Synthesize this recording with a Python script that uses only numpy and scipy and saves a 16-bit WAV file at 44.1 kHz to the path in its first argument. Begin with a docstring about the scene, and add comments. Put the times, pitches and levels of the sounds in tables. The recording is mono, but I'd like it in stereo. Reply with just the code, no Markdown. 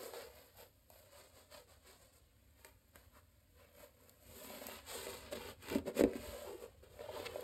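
"""Gloved hands turn a sneaker over a table, close to a pair of microphone ports in a small room.
First the shoe rolls over: the knit hisses and rasps on sole and upper, and the friction sounds its hollow.
From 2.6 s the fingers shift round the sole, knocking softly as the rubber ticks; from 4.4 s it turns upright.
At 5.6 s a finger presses the mesh toe box three times, sticking and snapping from cell to cell.
From 6.2 s the hand slides up the laces to the tongue."""
import sys
import numpy as np
from scipy import signal
from scipy.fft import rfft, irfft, next_fast_len
from scipy.io import wavfile
from scipy.ndimage import uniform_filter1d

SR = 44100
rng = np.random.default_rng(int(sys.argv[2]) if len(sys.argv) > 2 else 0)


def output_pcm(signal):
    """Save a mono or channel-first signal as 16-bit PCM at the path in sys.argv[1].

    Samples are clipped to [-1, 1] before scaling.
    """
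    pcm = np.clip(np.atleast_2d(signal).T, -1, 1) * 32767
    wavfile.write(sys.argv[1], SR, np.round(pcm).astype(np.int16))


N = 327663
TIME = np.arange(N) / SR


def gain_of(db):
    """Decibels to amplitude."""
    return 10 ** (np.asarray(db) / 20)


def unit_rms(x):
    """Scales to rms 1."""
    return x / np.sqrt(np.mean(x ** 2) + 1e-20)


def spectrum_db(points, hz):
    """Interpolates a spectrum table over log frequency."""
    f, db = np.transpose(points)
    return np.interp(np.log(hz + 1), np.log(f + 1), db)


def add(mix, start_s, sound):
    """Mixes a sound in at start_s."""
    part = mix[round(start_s * SR):][:len(sound)]
    part += sound[:len(part)]


def coloured(x, points):
    """Filters by a spectrum table."""
    size = next_fast_len(x.shape[-1])
    gain = gain_of(spectrum_db(points, np.fft.rfftfreq(size, 1 / SR)))
    return irfft(rfft(x, size) * gain, size)[..., :x.shape[-1]]


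def resonate(x, hz, width_hz, stages=1):
    """Cascade of unity-gain resonances; the centre may move."""
    carrier = np.exp(2j * np.pi * np.cumsum(hz * np.ones(len(x))) / SR)
    pole = np.exp(-np.pi * width_hz / SR)
    for _ in range(stages):
        x = 2 * (carrier * signal.lfilter([1 - pole], [1, -pole], x / carrier + 1e-18)).real
    return x


def drift(rate_hz, points=N, t=TIME):
    """Gaussian values at rate_hz, joined by straight lines."""
    return np.interp(t * rate_hz, np.arange(points), rng.standard_normal(points))


# Spectra of room rumble and air: (frequency [Hz], level [dB])
RUMBLE_SPECTRUM = [(20, -45), (35, -18), (50, -7), (70, -1.5), (100, -4.5), (130, -14.5), (200, -21),
                   (400, -35.5), (1000, -68)]
AIR_SPECTRUM = [(150, -9), (270, 14), (400, -10), (600, -23), (1000, -12), (3000, -4), (7000, -10),
                (16000, -11)]
# Weight shifts of arms and shoe: (centre [s], half length [s], level [dB])
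THUDS = [(4.3, 0.026, -60), (5.38, 0.37, -62.5), (5.775, 0.042, -51), (6.044, 0.027, -46),
         (6.264, 0.064, -54), (7.305, 0.52, -62)]


def background(rumble_db=-69.5, air_db=-77.5, unshared_db=-10.5):
    """Room rumble, dull thuds and faint air, mostly common to both ports."""
    noise = rng.standard_normal(N) + gain_of(unshared_db) * rng.standard_normal((2, N))
    thud_power = sum(gain_of(db) ** 2 * np.exp(-np.minimum(((TIME - s) / half_s) ** 2, 20))
                     for s, half_s, db in THUDS)
    rumble = unit_rms(coloured(noise, RUMBLE_SPECTRUM)) * np.sqrt(gain_of(rumble_db) ** 2 + thud_power)
    air = unit_rms(coloured(noise[:, ::-1], AIR_SPECTRUM)) * gain_of(air_db)
    return rumble + air


# Echoes off table and hands, and the room tail: (frequency [Hz], level re direct [dB])
NEAR_ECHOES = [(100, -21), (400, -4), (900, -1), (1600, -5), (3000, 0.5), (4600, -10), (5600, -13),
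               (6200, -74), (7500, -14), (10200, -48), (16000, -18)]
ROOM_TAIL = [(100, -30), (200, -18), (400, -5.5), (1000, -6), (4000, -18), (5700, -47), (16000, -45)]


def reflections(x, spectrum, t60_s, drift_hz, paths, gap_s=0.002, pad=1024):
    """Decaying echoes, different at each port; the paths crossfade as shoe and hands move."""
    shares = np.array([drift(drift_hz, 256) for _ in range(paths)])
    shares /= np.linalg.norm(shares, axis=0)
    t = np.arange(pad + round(t60_s * SR)) / SR
    out = np.zeros((2, N))
    for share in shares:
        tail = rng.standard_normal((2, len(t))) * gain_of(-60 * t / t60_s) * (t > gap_s)
        tail = coloured(tail / np.linalg.norm(tail, axis=1, keepdims=True), spectrum)
        out += signal.oaconvolve((x * share)[None], tail[:, :-pad], axes=1)[:, :N]
    return out


# Phase of the right port behind the left: (frequency [Hz], lag [rad])
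PORT_LAG = [(0, 0), (800, -1.1), (1500, -.1), (2900, 1.9), (4500, 1), (5900, np.pi), (14600, 5 * np.pi),
            (16000, 17.4)]


def ports(x):
    """Direct sound reaches the two ports out of phase."""
    lag = np.interp(np.fft.rfftfreq(N, 1 / SR), *np.transpose(PORT_LAG))
    return irfft(rfft(x) * np.exp(0.5j * np.array([lag, -lag])), N)


# Pitched catches of the glove: (centre [s], length [s], level [dB], pitch [Hz], width [Hz])
SCUFFS = [(3.167, 0.1, -64.5, 1120, 550), (6.358, 0.071, -48, 520, 150), (6.476, 0.14, -57, 865, 350),
          (6.516, 0.17, -48.5, 387, 83), (7.179, 0.13, -54.5, 840, 450), (7.263, 0.033, -43, 2770, 5460)]


def scuffs():
    """The glove grips briefly and chatters free."""
    out = np.zeros(N)
    for s, length_s, db, hz, width_hz in SCUFFS:
        swell = np.hanning(round(length_s * SR))
        chatter = resonate(rng.standard_normal(SR // 4), hz, width_hz, stages=2)[-len(swell):]
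        add(out, s - length_s / 2, gain_of(db) * unit_rms(chatter) * swell)
    return out


# Rubber and lace tips: (time [s], level [dB], pitch [Hz], t60 [s], rattle re tick [dB])
TICKS = [(0.1357, -38, 4900, 0.003, -16), (0.902, -35.5, 11000, 0.001, -17),
         (2.6475, -41.5, 1970, 0.005, -2.5), (2.9577, -40, 1860, 0.0029, -6.5),
         (4.095, -40.5, 11700, 0.0015, -10.5), (4.6684, -21, 12000, 0.00072, -17.5),
         (5.6247, -43, 3450, 0.0015, -10), (6.037, -32.5, 8000, 0.00074, -8.5),
         (7.409, -28.5, 11500, 0.0006, -36)]


def ticks(rattle_t60_s=0.012):
    """A tiny snap rings for a few cycles and trails off in a fine rattle."""
    out, t = np.zeros(N), np.arange(SR // 20) / SR
    for s, db, hz, t60_s, rattle_db in TICKS:
        snap = np.sin(2 * np.pi * hz * t) * gain_of(-60 * t / t60_s)
        rattle = unit_rms(coloured(rng.standard_normal(len(t)), HISS_SPECTRUM))
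        rattle *= gain_of(-60 * t / rattle_t60_s)
        add(out, s, gain_of(db) * (snap + gain_of(rattle_db) * rattle))
    return out


# Modes of the shoe: (frequency [Hz], width [Hz], level [dB])
SHOE_MODES = [(175, 14, -6), (230.8, 19, -1), (270.3, 12.3, 1), (383, 13.7, 3), (457.3, 7.9, -6.5),
              (490.7, 19.3, -1), (587, 53, -3), (624, 20, -5), (721, 12, -8), (844, 17, -10),
              (996, 136, -10)]


def shoe_ring(x, low_cut_hz=160, size=8192):
    """Minimum-phase response of the shoe; a small body radiates no deep bass."""
    hz = abs(np.fft.fftfreq(size, 1 / SR))
    power = sum(gain_of(db) ** 2 / (1 + (2 * (hz - f) / width) ** 2) for f, width, db in SHOE_MODES)
    power = power * hz ** 4 / (hz ** 4 + low_cut_hz ** 4)
    log_gain = np.log(power + 1e-10) / 2
    response = np.fft.ifft(np.exp(np.conj(signal.hilbert(log_gain)))).real
    return signal.oaconvolve(x, response[:size // 2])[:len(x)]


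# Soft finger blows: (time [s], peak [dB], pitch [Hz], crunch re blow [dB])
KNOCKS = [(0.1358, -36.5, 680, -7), (0.9022, -49.5, 710, -14), (2.65, -60, 480, -15),
          (2.958, -54.5, 503, -9), (4.502, -42, 715, -19), (4.616, -43.5, 580, -10),
          (4.686, -38.5, 610, -12), (5.068, -36.5, 467, -5), (5.3235, -38, 626, -1.5),
          (5.3296, -32.5, 403, -15), (5.757, -25, 245, -29), (5.864, -40, 400, -14),
          (5.9934, -23, 430, -19), (6.009, -16.5, 375, -19), (6.018, -20.5, 290, -24),
          (6.038, -15.5, 314, -14.5), (6.134, -38.5, 450, -3), (6.155, -36, 300, -5.5),
          (6.992, -42.5, 560, -4), (7.09, -35, 656, -30), (7.358, -32, 598, -15)]


def knocks(push_s=0.00095, overshoot=0.4, flatten_s=0.00092, direct_db=-11, crunch_t60_s=0.0069):
    """A push, falling in pitch as the fingertip flattens, rings the shoe while the fabric crunches."""
    out, t = np.zeros(N), np.arange(SR // 5) / SR
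    for s, db, hz, crunch_db in KNOCKS:
        cycles = np.cumsum(hz * (1 + overshoot * np.exp(-t / flatten_s))) / SR
        push = np.sin(2 * np.pi * cycles) * t * np.exp(-t / push_s)
        ring = unit_rms(shoe_ring(push)) + gain_of(direct_db) * unit_rms(push)
        crunch = unit_rms(resonate(rng.standard_normal(len(t)), hz=2010, width_hz=480))
        crunch *= gain_of(-60 * t / crunch_t60_s)
        add(out, s, gain_of(db) * (ring / abs(ring).max() + gain_of(crunch_db) * crunch))
    return out


# The glove jerks free, mostly from cell to cell of the mesh: (time [s], friction jump [dB])
SLIPS = [(0.136, 3), (5.6844, 10), (5.6997, 11), (5.7124, 8), (5.7272, 6), (5.749, 11), (5.7844, 14.5),
         (5.8732, 5), (5.9935, 3), (6.009, 9), (6.0175, 7), (6.038, 10)]


def stick_slip_db(stick_s=0.0047, stick_share=0.73, slip_s=0.0015):
    """Friction sinks while the fingertip sticks, leaps as it slips, then settles."""
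    out = np.zeros(N)
    for s, jump_db in SLIPS:
        age_s = TIME - s
        fade = np.exp(-np.minimum(abs(age_s) / np.where(age_s < 0, stick_s, slip_s), 20))
        out += jump_db * np.where(age_s < 0, -stick_share, 1) * fade
    return out


def crackle(rasp_level, snap_gain_db=21.5, seam_gain_db=29.5, seams_per_s=45):
    """Each slip starts with a dry snap; seams and tread pluck the glove at random, more dully."""
    slips = np.zeros(N)
    slips[[int(s * SR) + 1 for s, _ in SLIPS]] = 1
    seams = rng.uniform(-0.85, 1, N) * (rng.random(N) < seams_per_s / SR)
    snaps = resonate(slips * rasp_level, hz=2300, width_hz=1700)
    plucks = resonate(seams * rasp_level, hz=1290, width_hz=1290)
    return gain_of(snap_gain_db) * snaps + gain_of(seam_gain_db) * plucks


def snags(per_s, spread_db, clump_db, clump_hz):
    """Threads catch and let go: clumps of tiny, uneven clicks."""
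    sizes = rng.standard_normal(N) * gain_of(spread_db * np.minimum(rng.exponential(1, N), 4))
    clumps = gain_of(clump_db * drift(clump_hz))
    return unit_rms(sizes * (rng.random(N) < per_s / SR) * clumps)


def judder(pressure, per_s=160, release_s=0.001, light_depth=0.24, hard_depth=0.51):
    """Gain of jerky sliding: random catches start at once and die away, deeper under pressure."""
    kicks = rng.exponential(1, N).clip(0, 3) * (rng.random(N) < per_s / SR)
    catches = signal.lfilter([1], [1, -np.exp(-1 / (release_s * SR))], kicks)
    gain = 1 + (light_depth + (hard_depth - light_depth) * pressure) * catches
    return gain / np.sqrt(uniform_filter1d(gain ** 2, size=2600))


# Spectra of the knit's hiss and top fizz: (frequency [Hz], level [dB])
HISS_SPECTRUM = [(1500, -16), (3500, -5), (5600, 1.5), (8000, 3.5), (12000, -1.5), (14000, -3.5),
                 (16000, -19)]
FIZZ_SPECTRUM = [(4000, -59), (9000, -11), (12000, 17), (16000, -7)]


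def knit_hiss(jerks, fizz_db):
    """Dense, fine snags merge into a hiss."""
    fine = snags(per_s=14000, spread_db=0, clump_db=1.47, clump_hz=148.3) * np.sqrt(jerks)
    hiss = unit_rms(coloured(fine, HISS_SPECTRUM))
    fizz = unit_rms(coloured(fine, FIZZ_SPECTRUM))
    return unit_rms(hiss + gain_of(fizz_db) * fizz)


# Spectrum of knit scraping the shoe: (frequency [Hz], level [dB])
RASP_SPECTRUM = [(150, -54), (400, -21), (900, 3), (1400, -0.5), (2200, -2), (3300, -3), (4700, -2.5),
                 (6400, -7.5), (10000, -17.5)]


def surface_rasp(jerks, pressure, grain_hz, grain_db=-12.5, pressed_boost_db=7.5):
    """Coarser snags; pressure brings out the grain, higher on fine tread than on open mesh."""
    coarse = snags(per_s=9000, spread_db=-0.35, clump_db=1.0, clump_hz=121.8) * jerks
    scrape = unit_rms(coloured(coarse, RASP_SPECTRUM))
    grain = unit_rms(resonate(coarse, grain_hz, width_hz=1900, stages=2))
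    return unit_rms(scrape + gain_of(grain_db + pressed_boost_db * pressure) * grain)


# Fingertip drive, weak in the lowest modes: (frequency [Hz], level [dB])
FINGERTIP_SPECTRUM = [(240, -10), (380, -3)]


def shoe_hollow(jerks, hz, palm_db, overtone_db, width_hz=300, damped_share=0.6, damped_overtone_db=-4):
    """Friction sounds the hollow; the cupped hand damps the shoe's modes unless the palm bears down."""
    drive = snags(per_s=1800, spread_db=2.0, clump_db=2.0, clump_hz=70.8) * jerks
    fingers = unit_rms(resonate(coloured(drive, FINGERTIP_SPECTRUM), hz, width_hz, stages=2))
    overtone = gain_of(overtone_db) * unit_rms(resonate(drive, 2 * hz, 2 * width_hz, stages=2))
    palm = gain_of(palm_db) * unit_rms(resonate(drive, hz=218, width_hz=128))  # soft contact: low modes
    ringing = unit_rms(shoe_ring(fingers + overtone + palm))
    cupped = unit_rms(fingers + gain_of(damped_overtone_db) * overtone)
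    damped = damped_share / (1 + gain_of(palm_db)) ** 2
    body = np.sqrt(1 - damped) * ringing + np.sqrt(damped) * cupped
    return body / np.sqrt(uniform_filter1d(body ** 2, size=1800) + 1e-12)


# Hand grips: (start [s], surface grain [Hz], palm weight [dB], hollow overtone [dB], knit fizz [dB])
GRIPS = [(0, 5000, -16.5, -4.5, -11.5), (.3, 4900, -6, -6, -3.5), (1.08, 4600, -9.5, -4.5, -26),
         (2.3, 1920, 0.5, -15, -8.5), (3.5, 2300, -2, 2, -6), (4.2, 3000, 1.5, -0.5, -8.5),
         (4.82, 3860, -3.5, -4, -47), (5.32, 2920, 1.5, -17, -12), (5.58, 2500, 7.5, -30, -15),
         (5.83, 2300, 4, -17, -22), (6.22, 3060, -8, -4, -15.5), (6.8, 3270, -11, -4.5, -13)]


def grip(blend_s=0.15):
    """Grain, palm, overtone and fizz over time; each grip holds, then blends into the next."""
    starts, *columns = np.transpose(GRIPS)
    row = sum(np.clip((TIME - s) / blend_s + 0.5, 0, 1) for s in starts[1:])
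    return [np.interp(row, np.arange(len(GRIPS)), column) for column in columns]


# Glove strokes, levels before the trims in friction():
# (peak time [s], rise [s], fall [s], rasp [dB], hollow [dB], hiss [dB], hollow pitch [Hz])
STROKES = [ (.04, 0.11, 0.12, -56.5, -48, -56.5, 467), (0.148, 0.02, 0.17, -55, -49, -60, 568),
           (.38, 0.056, 0.17, -64.5, -63, -69.5, 580), (0.609, 0.058, 0.065, -62, -57, -65, 580),
           (.96, 0.074, 0.21, -70, -64.5, -69.5, 570), (1.19, 0.1, 0.14, -64, -63, -65.5, 584),
           (1.38, 0.052, 0.092, -66, -62.5, -65.5, 553), (1.545, 0.043, 0.074, -57.5, -59, -61.5, 586),
           (1.61, 0.031, 0.039, -78, -61, -69, 486), (1.705, 0.036, 0.093, -68, -65, -68, 554),
           (1.9, 0.07, 0.091, -63, -63, -65, 556), (2.025, 0.053, 0.1, -71, -67.5, -68.5, 550),
           (2.165, 0.047, 0.06, -77, -71.5, -69, 530), (2.6, 0.037, 0.096, -72, -73, -73, 530),
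           (2.651, 0.011, 0.08, -66.5, -65.5, -68, 513), (2.963, 0.034, 0.13, -69.5, -67, -72, 540),
           (3.18, 0.06, 0.031, -69.5, -65.5, -72, 540), (3.61, 0.062, 0.14, -70, -64.5, -77, 550),
           (3.83, 0.092, 0.063, -65, -58, -65.5, 546), (4.07, 0.14, 0.12, -75.5, -66.5, -73.5, 517),
           (4.44, 0.22, 0.15, -62.5, -55.5, -59.5, 536), (4.56, 0.17, 0.27, -57, -53.5, -60, 530),
           (4.736, 0.12, 0.083, -54, -56.5, -58, 503), (4.909, 0.051, 0.11, -51, -57, -53, 543),
           (4.97, 0.069, 0.1, -54, -50, -50, 550), (5.1, 0.13, 0.16, -52.5, -51.5, -54, 497),
           (5.26, 0.067, 0.1, -58.5, -57, -77, 545), (5.331, 0.021, 0.021, -50, -46.5, -53, 470),
           (5.357, 0.012, 0.038, -49.5, -44.5, -56.5, 380), (5.42, 0.058, 0.098, -54, -54, -63, 456),
           (5.499, 0.063, 0.038, -53.5, -50.5, -59.5, 468), (5.628, 0.0092, 0.023, -64, -66, -63, 450),
           (5.718, 0.093, 0.067, -50, -51.5, -56, 330.5), (5.76, 0.055, 0.04, -53.5, -34, -60, 273),
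           (5.88, 0.023, 0.035, -54.5, -35, -57.5, 386), (6.002, 0.046, 0.023, -44.5, -34, -46.5, 400),
           (6.046, 0.0091, 0.026, -60, -27.5, -66, 395), (6.09, 0.04, 0.054, -63.5, -48, -73, 400),
           (6.163, 0.017, 0.027, -56.5, -43, -61, 392), (6.28, 0.18, 0.32, -56.5, -51.5, -58.5, 520),
           (6.46, 0.075, 0.13, -73, -51, -66, 520), (6.64, 0.05, 0.041, -64.5, -48.5, -64, 463),
           (6.74, 0.1, 0.2, -79, -76, -93.5, 560), (6.838, 0.017, 0.058, -67.5, -58, -73, 482),
           (6.95, 0.072, 0.18, -69.5, -60.5, -71, 516), (7.01, 0.022, 0.092, -60.5, -47.5, -72, 542),
           (7.199, 0.14, 0.21, -55, -46.5, -63, 457), (7.38, 0.076, 0.23, -61.5, -47.5, -64, 447)]


def strokes(rest_db=(-82, -79.5, -81), rest_hz=535, creep_db=-0.5, creep_hz=7, edge_db=13.5):
    """Strokes swell over the holding hand's creep: rasp, hollow and hiss amplitudes, and hollow pitch."""
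    t = TIME[::32]
    creep = gain_of(creep_db * drift(creep_hz, 256, t))
    power = (gain_of(rest_db)[:, None] * creep) ** 2
    weighted_hz = power[1] * rest_hz
    for s, rise_s, fall_s, rasp_db, hollow_db, hiss_db, hz in STROKES:
        slope = np.where(t < s, (abs(t - s) / rise_s) ** 2, (abs(t - s) / fall_s) ** 1.54)
        peak_db = np.array([[rasp_db], [hollow_db], [hiss_db]])
        stroke = gain_of(peak_db - edge_db * np.minimum(slope, 20)) ** 2
        power += stroke
        weighted_hz += stroke[1] * hz  # the strongest stroke tunes the hollow
    return [np.interp(TIME, t, curve) for curve in (*np.sqrt(power), weighted_hz / power[1])]


def friction(hollow_trim_db=-2.5, hiss_trim_db=3, hollow_slip_share=0.42, pitch_wander=0.088):
    """Knit slides on the shoe: strokes and slips drive hiss, rasp, hollow and crackle."""
    rasp_level, hollow_level, hiss_level, hollow_hz = strokes()
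    grain_hz, palm_db, overtone_db, fizz_db = grip()
    slip = gain_of(stick_slip_db())
    rasp_level *= slip
    hiss_level *= slip * gain_of(hiss_trim_db)
    hollow_level *= slip ** hollow_slip_share * gain_of(hollow_trim_db)
    hollow_hz *= np.exp(pitch_wander * drift(rate_hz=25))  # fingers never lie still
    pressure = np.interp(20 * np.log10(rasp_level), [-56, -47], [0, 1])
    jerks = judder(pressure)
    hiss = hiss_level * knit_hiss(jerks, fizz_db)
    rasp = rasp_level * surface_rasp(jerks, pressure, grain_hz)
    hollow = hollow_level * shoe_hollow(jerks, hollow_hz, palm_db, overtone_db)
    return hiss + rasp + hollow + crackle(rasp_level)


def scene():
    """Hands on the shoe, heard directly and by way of table and room."""
    shoe = friction() + knocks() + ticks() + scuffs()
    near = reflections(shoe, NEAR_ECHOES, t60_s=0.025, drift_hz=14, paths=8)
    far = reflections(shoe, ROOM_TAIL, t60_s=0.26, drift_hz=4, paths=4)
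    return ports(shoe + background()) + near + far


# Port balance: (frequency [Hz], left re right [dB])
PORT_BALANCE = [(160, 0.3), (300, -1.5), (600, -2.5), (1200, 0.5), (2800, -2.5), (4800, -5), (6000, 3.5),
                (16000, -3)]


def record(dry):
    """Frequency-dependent port balance, then the band limit."""
    balance_db = spectrum_db(PORT_BALANCE, np.fft.rfftfreq(N, 1 / SR))
    heard = irfft(rfft(dry) * gain_of(np.array([balance_db, -balance_db]) / 2), N)
    low_pass = signal.firwin(511, cutoff=15850, window=("kaiser", 9), fs=SR)
    return signal.oaconvolve(heard, low_pass[None], "same")


dry = scene()
out = record(dry)
output_pcm(out)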